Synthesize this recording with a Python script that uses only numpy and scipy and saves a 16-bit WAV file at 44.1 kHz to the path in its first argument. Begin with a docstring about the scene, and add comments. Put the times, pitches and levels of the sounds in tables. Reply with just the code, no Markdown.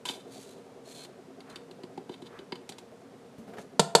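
"""A small kitchen, where an appliance hums and churns faintly. Flour is scooped and levelled in a
plastic measuring cup: light taps crunch, ring the shell and thump the laden body, and scrapes hiss
as tiny slips in the powder. The flour is tipped into a steel mixing bowl and lands in soft thuds.
The empty cup is knocked twice on the rim, and the bowl rings."""
import sys
import numpy as np
from scipy import signal
from scipy.fft import rfft, irfft
from scipy.io import wavfile
from scipy.ndimage import uniform_filter1d

SR = 44100
rng = np.random.default_rng(int(sys.argv[2]) if len(sys.argv) > 2 else 0)


def inscribe(sig):
    """Save sig as 16-bit PCM at rate SR to the path in sys.argv[1].

    A 1-D sig is mono; a 2-D sig holds one channel per row.
    Samples are clipped to [-1, 1] before scaling.
    """
    pcm = np.round(np.clip(np.atleast_2d(sig).T, -1, 1) * 32767)
    wavfile.write(sys.argv[1], SR, pcm.astype(np.int16))


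N = 176400
T = np.arange(N) / SR


def from_db(db):
    """Decibels to gain."""
    return 10 ** (np.asarray(db) / 20)


def unit_rms(x):
    """Scale to rms 1."""
    return x / np.sqrt(np.mean(x ** 2) + 1e-20)


def colour(x, spectrum):
    """Shape a steady signal with an EQ curve; rms 1."""
    hz, db = np.transpose(spectrum)
    bins_hz = np.maximum(np.fft.rfftfreq(N, 1 / SR), 1)
    gain = from_db(np.interp(np.log(bins_hz), np.log(hz), db))
    return unit_rms(irfft(rfft(x) * gain, N))


def noise(spectrum):
    """Coloured noise, rms 1."""
    return colour(rng.standard_normal(N), spectrum)


def clicks(times, db):
    """Single impulses at given times and levels."""
    out = np.zeros(N)
    np.add.at(out, np.clip(np.asarray(times) * SR, 0, N - 1).astype(int), from_db(db))
    return out


def decay(hits, t60):
    """Every impulse starts an exponential decay."""
    return signal.lfilter([1], [1, -np.exp(-np.log(1000) / (t60 * SR))], hits + 1e-18)


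def low_cut(x, hz):
    """Second-order high-pass."""
    return signal.lfilter(*signal.butter(2, hz, "high", fs=SR), x)


def ring(force, modes, sign=-1):
    """Damped modes, neighbours opposed or (sign=1) in step; each is weak below half its pitch."""
    out = 0
    for k, (hz, db, t60) in enumerate(modes):
        r, w = np.exp(-np.log(1000) / (t60 * SR)), 2 * np.pi * hz / SR
        motion = signal.lfilter([0, np.sin(w)], [1, -2 * r * np.cos(w), r * r], force + 1e-18)
        out = out + sign ** k * from_db(db) * low_cut(motion, hz / 2)
    return out


# EQ of the room tone (frequency [Hz], level [dB])
AIR_EQ = [(25, -9), (60, -22.5), (120, -2), (250, 3), (320, -23), (450, -1), (800, -9), (2500, -21),
          (9000, -29.5), (16000, -39.5)]


def room_air():
    """A steady, dark bed of air."""
    return from_db(-54.5) * noise(AIR_EQ)


# EQ of the churn and of the splash that opens each turn (frequency [Hz], level [dB])
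CHURN_EQ = [(150, -26), (320, -7), (390, 4.5), (520, -14.5), (700, -6.5), (850, -25.5), (6000, -59)]
SLOSH_EQ = [(300, -38), (660, 0), (1800, -52)]
# narrow noise bands of the hum (frequency [Hz], level [dB])
HUM_BANDS = [(270, -59), (470, -60)]


def appliance():
    """Over a steady hum, it churns and sloshes about ten times a second, slowly getting quieter."""
    period_s, peak_s, lead_s = 0.1023, 0.275, 0.018
    swing_db, fade_db_per_s, slosh_spread_db = 6, 1.05, 3
    turn = np.cos(2 * np.pi * (T - peak_s) / period_s)
    churn = noise(CHURN_EQ) * from_db(-55.5 + swing_db * turn - fade_db_per_s * T)
    hum = sum(from_db(db) * unit_rms(ring(rng.standard_normal(N), [(hz, 0, 0.45)]))
              for hz, db in HUM_BANDS)
    times = np.arange(peak_s % period_s, T[-1], period_s) - lead_s
    slosh_db = -53.5 - fade_db_per_s * times + slosh_spread_db * rng.standard_normal(len(times))
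    slosh = noise(SLOSH_EQ) * decay(clicks(times, slosh_db), t60=0.1)
    return churn + slosh + hum


# light taps on the full cup, ahead of each layer's trim
# (time [s], level [dB], thump offset [dB], edge offset [dB], shell brightness [dB/octave])
CUP_TAPS = [(0.0533, -30, -25, -5.5, 0), (0.0588, -33.5, -12, -11, 2), (0.0875, -25.5, -23, -14, 5.5),
            (0.0942, -33, -6.5, -12, -1.5), (1.0490, -41, -8, -8, 6), (1.4042, -45, -25, -10.5, 4),
            (1.5585, -34, -11, -12.5, 7), (1.7113, -45.5, -10, -10, 1), (1.8346, -38.5, 1.5, -18, 0),
            (1.9758, -41.5, 6, -14.5, -7.5), (2.0935, -42.5, 8, -14, -6), (2.14, -41.5, -19, -18, -1),
            (2.2207, -46.5, 5.5, -9.5, -2), (2.2653, -44, -29, -18, 3), (2.3895, -38.5, -2.5, -20, 0.5),
            (2.522, -28.5, -4.5, -24, -4), (2.5552, -41.5, -13, -12.5, -4), (2.6915, -39.5, -3.5, 1.5, -2),
            (2.7208, -39, -11, -13, -1.5), (2.7836, -47, -4, 2, -5)]
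# modes of the full cup's shell, as matching lists (frequency [Hz], level [dB], t60 [s])
SHELL_MODE_HZ = [780, 980, 1580, 2180, 2590, 3050, 3620, 3760, 4030, 4700]
SHELL_LEVEL_DB = [-0.5, -1, -6.5, -7, -5.5, 2, 2, 0, 2, -0.5]
SHELL_DECAY_S = [.03, .03, .038, .038, .022, .026, .026, .018, .02, .026]
SHELL_MODES = list(zip(SHELL_MODE_HZ, SHELL_LEVEL_DB, SHELL_DECAY_S))
# modes of its flour-laden body (frequency [Hz], level [dB], t60 [s])
BODY_MODES = [(170, -3.5, 0.036), (255, -4, 0.056), (369.5, -1.5, 0.069)]
# EQ of a tap's crunch and of its crisp edge (frequency [Hz], level [dB])
CRUNCH_EQ = [(200, -12), (900, 0.5), (4800, 1), (5500, -28)]
EDGE_EQ = [(1000, -16), (3500, 11), (5500, 1.5), (7500, 5.5), (10000, 1), (13000, -5.5), (16000, -26)]


def cup_taps():
    """A gritty contact crunches and rings the shell; the heavy body thumps just after."""
    shell_trim_db, thump_trim_db, crunch_trim_db, edge_trim_db = -8.5, 5, -11, -0.5
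    contact_s, thump_lag_s, pivot_hz = 0.0033, 0.002, 2800
    grip_detune, spot_spread_db = 0.01, 2.5  # the modes shift with the grip and the spot touched
    shell, t = np.zeros(N + SR), T[:SR // 8]
    for start, level_db, _, _, brightness in CUP_TAPS:
        force = rng.standard_normal(len(t)) * np.exp(-t / contact_s)
        modes = [(hz * (1 + grip_detune * rng.normal()),
                  mode_db + brightness * np.log2(hz / pivot_hz) + spot_spread_db * rng.normal(), t60)
                 for hz, mode_db, t60 in SHELL_MODES]
        first = int(start * SR)
        shell[first:first + len(t)] += from_db(level_db) * ring(force / np.linalg.norm(force), modes)
    times, db, thump_db, edge_db, _ = np.transpose(CUP_TAPS)
    thump = ring(clicks(times + thump_lag_s, db + thump_db + thump_trim_db), BODY_MODES)
    crunch = noise(CRUNCH_EQ) * decay(clicks(times, db + crunch_trim_db), t60=0.053)
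    edge = noise(EDGE_EQ) * decay(clicks(times, db + edge_db + edge_trim_db), t60=0.06)
    return from_db(shell_trim_db) * shell[:N] + low_cut(thump, hz=130) + crunch + edge


# strokes through the flour (time [s], attack [s], hold [s], release to -30 dB [s], level [dB],
# shell share [0-1], lip pitch [Hz], lip level re stroke [dB])
SCRAPE_STROKES = [(0.061, 0.0047, 0.04, 0.15, -41, 0.63, 3550, -11),
                  (0.269, 0.088, 0.031, 0.31, -54, 0.04, 4600, -9),
                  (0.439, 0.02, 0.02, 0.31, -65, 0.02, 4040, -4),
                  (0.836, 0.051, 0.053, 0.066, -54.5, 0.01, 4300, -6),
                  (0.942, 0.015, 0.094, 0.031, -51.5, 0.35, 4250, -3.5),
                  (1.487, 0.017, 0.016, 0.061, -57.5, 0.44, 4130, -7),
                  (2.105, 0.02, .012, 0.045, -53, 0.9, 3700, -14),
                  (2.243, 0.028, .005, 0.018, -54, 0.9, 3700, -12),
                  (3.566, 0.033, 0.021, 0.063, -59, 0, 4270, -22)]
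# EQ of the powder's hiss (frequency [Hz], level [dB])
POWDER_EQ = [(300, -27), (1000, -6), (4200, 3.5), (5300, 0), (6500, 4), (9000, 1.5), (12000, -4),
             (16000, -17)]


def scrapes():
    """Tiny slips clump as the cup catches; they hiss in the powder and ring the shell and the lip."""
    slips_per_s, spread_db, catch_db, catch_s = 4000, 1.5, 2.5, 0.006
    slips = (rng.random(N) < slips_per_s / SR) * rng.choice([-1, 1], N)
    slips = slips * from_db(spread_db * np.minimum(rng.exponential(1, N), 4))
    catching = unit_rms(uniform_filter1d(rng.standard_normal(N), size=int(catch_s * SR)))
    slips = slips * from_db(catch_db * catching)
    hiss = colour(slips, POWDER_EQ)
    shell = unit_rms(ring(slips, SHELL_MODES))
    out = 0
    for start, attack, hold, release, db, share, lip_hz, lip_db in SCRAPE_STROKES:
        t = T - start
        push = np.clip(t / attack, 0, 1) * from_db(-30 * np.maximum(t - attack - hold, 0) / release)
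        lip = from_db(lip_db) * unit_rms(ring(slips, [(lip_hz, 0, 0.036)]))
        out = out + from_db(db) * push * (np.sqrt(share) * shell + np.sqrt(1 - share) * hiss + lip)
    return out


# slides across the flour (peak time [s], Gaussian half-width [s], level [dB])
SLIDES = [(1.523, 0.049, -53.5), (2.362, 0.046, -54)]
# their muted EQ (frequency [Hz], level [dB])
SLIDE_EQ = [(500, -6), (1200, 0.5), (1900, -4), (3000, -18.5), (9000, -34)]


def slides():
    """Soft slides across the flour swell and fade."""
    swells = sum(from_db(db) * np.exp(-0.5 * ((T - peak) / width) ** 2) for peak, width, db in SLIDES)
    return noise(SLIDE_EQ) * swells


# flour dropping into the bowl (time [s], level [dB], t60 [s], rustle level re thud [dB])
LUMPS = [(3.382, -42, 0.23, -10.5), (3.476, -48.5, 0.44, 1.5), (3.536, -54, 0.095, 14),
         (3.57, -53.5, 0.14, 13), (3.583, -46.5, 0.085, 10.5)]
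# EQ of the thud and of the rustle (frequency [Hz], level [dB])
THUD_EQ = [(50, -26), (110, -10), (200, 5), (300, -11), (900, -39)]
RUSTLE_EQ = [(250, -34), (450, 6), (530, -10), (680, -4), (900, -15), (1300, -17), (10000, -43)]


def flour_fall():
    """Soft lumps land with a thud and a hollow rustle."""
    thud, rustle, out = noise(THUD_EQ), noise(RUSTLE_EQ), 0
    for start, db, t60, rustle_db in LUMPS:
        envelope = uniform_filter1d(decay(clicks([start], db), t60), size=130)  # 3 ms soft attack
        out = out + envelope * (thud + from_db(rustle_db) * rustle)
    return out


# the empty cup hits the rim (time [s])
KNOCK_TIMES = [3.795, 3.951]
# drive of each knock's layers (crack [dB], cup [dB], counter [dB], bowl [dB])
KNOCK_LEVELS = [(-15, -14, -21, -39.5), (-13, -9, -27, -33.5)]
# EQ of the crack and of the bowl's shimmer (frequency [Hz], level [dB])
CRACK_EQ = [(300, -8), (480, 8), (1000, -2), (2000, -8), (4500, 2.5), (5600, -6), (7800, 0.5), (10000, -8),
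            (12500, -18), (16000, -38)]
# modes of the empty cup, as matching lists (frequency [Hz], level [dB], t60 [s])
CUP_MODE_HZ = [462, 600, 715, 912, 1340, 2950, 4470, 7400]
CUP_LEVEL_DB = [5, 1, 0, 1.5, -5, -11, -4, -8]
CUP_DECAY_S = [.042, .028, .026, .042, .025, .022, .035, .03]
# modes of the steel bowl, as matching lists (frequency [Hz], level [dB], t60 [s])
BOWL_MODE_HZ = [430, 597, 682, 786, 1034, 1400, 1760, 4395, 4484]
BOWL_LEVEL_DB = [4, -1, 6, -6, -4, -7, -1, -5, -4]
BOWL_DECAY_S = [.25, .17, .75, .6, .5, .5, .14, .28, .28]
# modes of the counter (frequency [Hz], level [dB], t60 [s])
COUNTER_MODES = [(152.8, -3.5, 0.22), (200.4, 5.5, 0.065)]


def rim_knocks():
    """The cup cracks against the rim and touches again at once; cup, bowl and counter all ring."""
    recontact_s, recontact_db = 0.002, -1
    times = np.array(KNOCK_TIMES)
    crack_db, cup_db, counter_db, bowl_db = np.transpose(KNOCK_LEVELS)
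    contacts = clicks(times, crack_db) + clicks(times + recontact_s, crack_db + recontact_db)
    crack = from_db(2.5) * noise(CRACK_EQ) * decay(contacts / 2, t60=0.04)
    cup = ring(clicks(times, cup_db), zip(CUP_MODE_HZ, CUP_LEVEL_DB, CUP_DECAY_S), sign=1)
    bowl = ring(clicks(times, bowl_db), zip(BOWL_MODE_HZ, BOWL_LEVEL_DB, BOWL_DECAY_S))
    shimmer = noise(CRACK_EQ) * decay(clicks(times, bowl_db + 2), t60=0.22)  # dense high bowl modes
    thud = ring(clicks(times, counter_db), COUNTER_MODES)
    return low_cut(crack + cup, hz=400) + bowl + shimmer + thud


def kitchen_reverb(x):
    """Diffuse reflections whose treble dies sooner."""
    low_t60_s, treble_t60_s, split_hz, predelay_s = 0.39, 0.3, 3100, 0.014
    t, white = T[:SR // 2], rng.standard_normal(SR // 2)
    low = signal.sosfilt(signal.butter(2, split_hz, fs=SR, output="sos"), white)
    tail = low * from_db(-60 * t / low_t60_s) + (white - low) * from_db(-60 * t / treble_t60_s)
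    tail = tail * (t > predelay_s)
    return signal.fftconvolve(x, tail / np.linalg.norm(tail))[:N]


def scene():
    """Mono mix: the handling with a little reverb, over the air and the appliance."""
    handling = cup_taps() + scrapes() + slides() + flour_fall() + rim_knocks()
    return (handling + from_db(-15.5) * kitchen_reverb(handling) + room_air() + appliance())[None]


def record(dry):
    """The loudest peaks are rounded; a small microphone loses the deep bass and the very top."""
    band_hz, cutoff_hz = [58, 12500], 16000
    mic = signal.sosfilt(signal.butter(2, band_hz, "band", fs=SR, output="sos"), np.tanh(dry))
    return signal.sosfilt(signal.cheby2(14, 60, cutoff_hz, fs=SR, output="sos"), mic)


dry = scene()
out = record(dry)
inscribe(out)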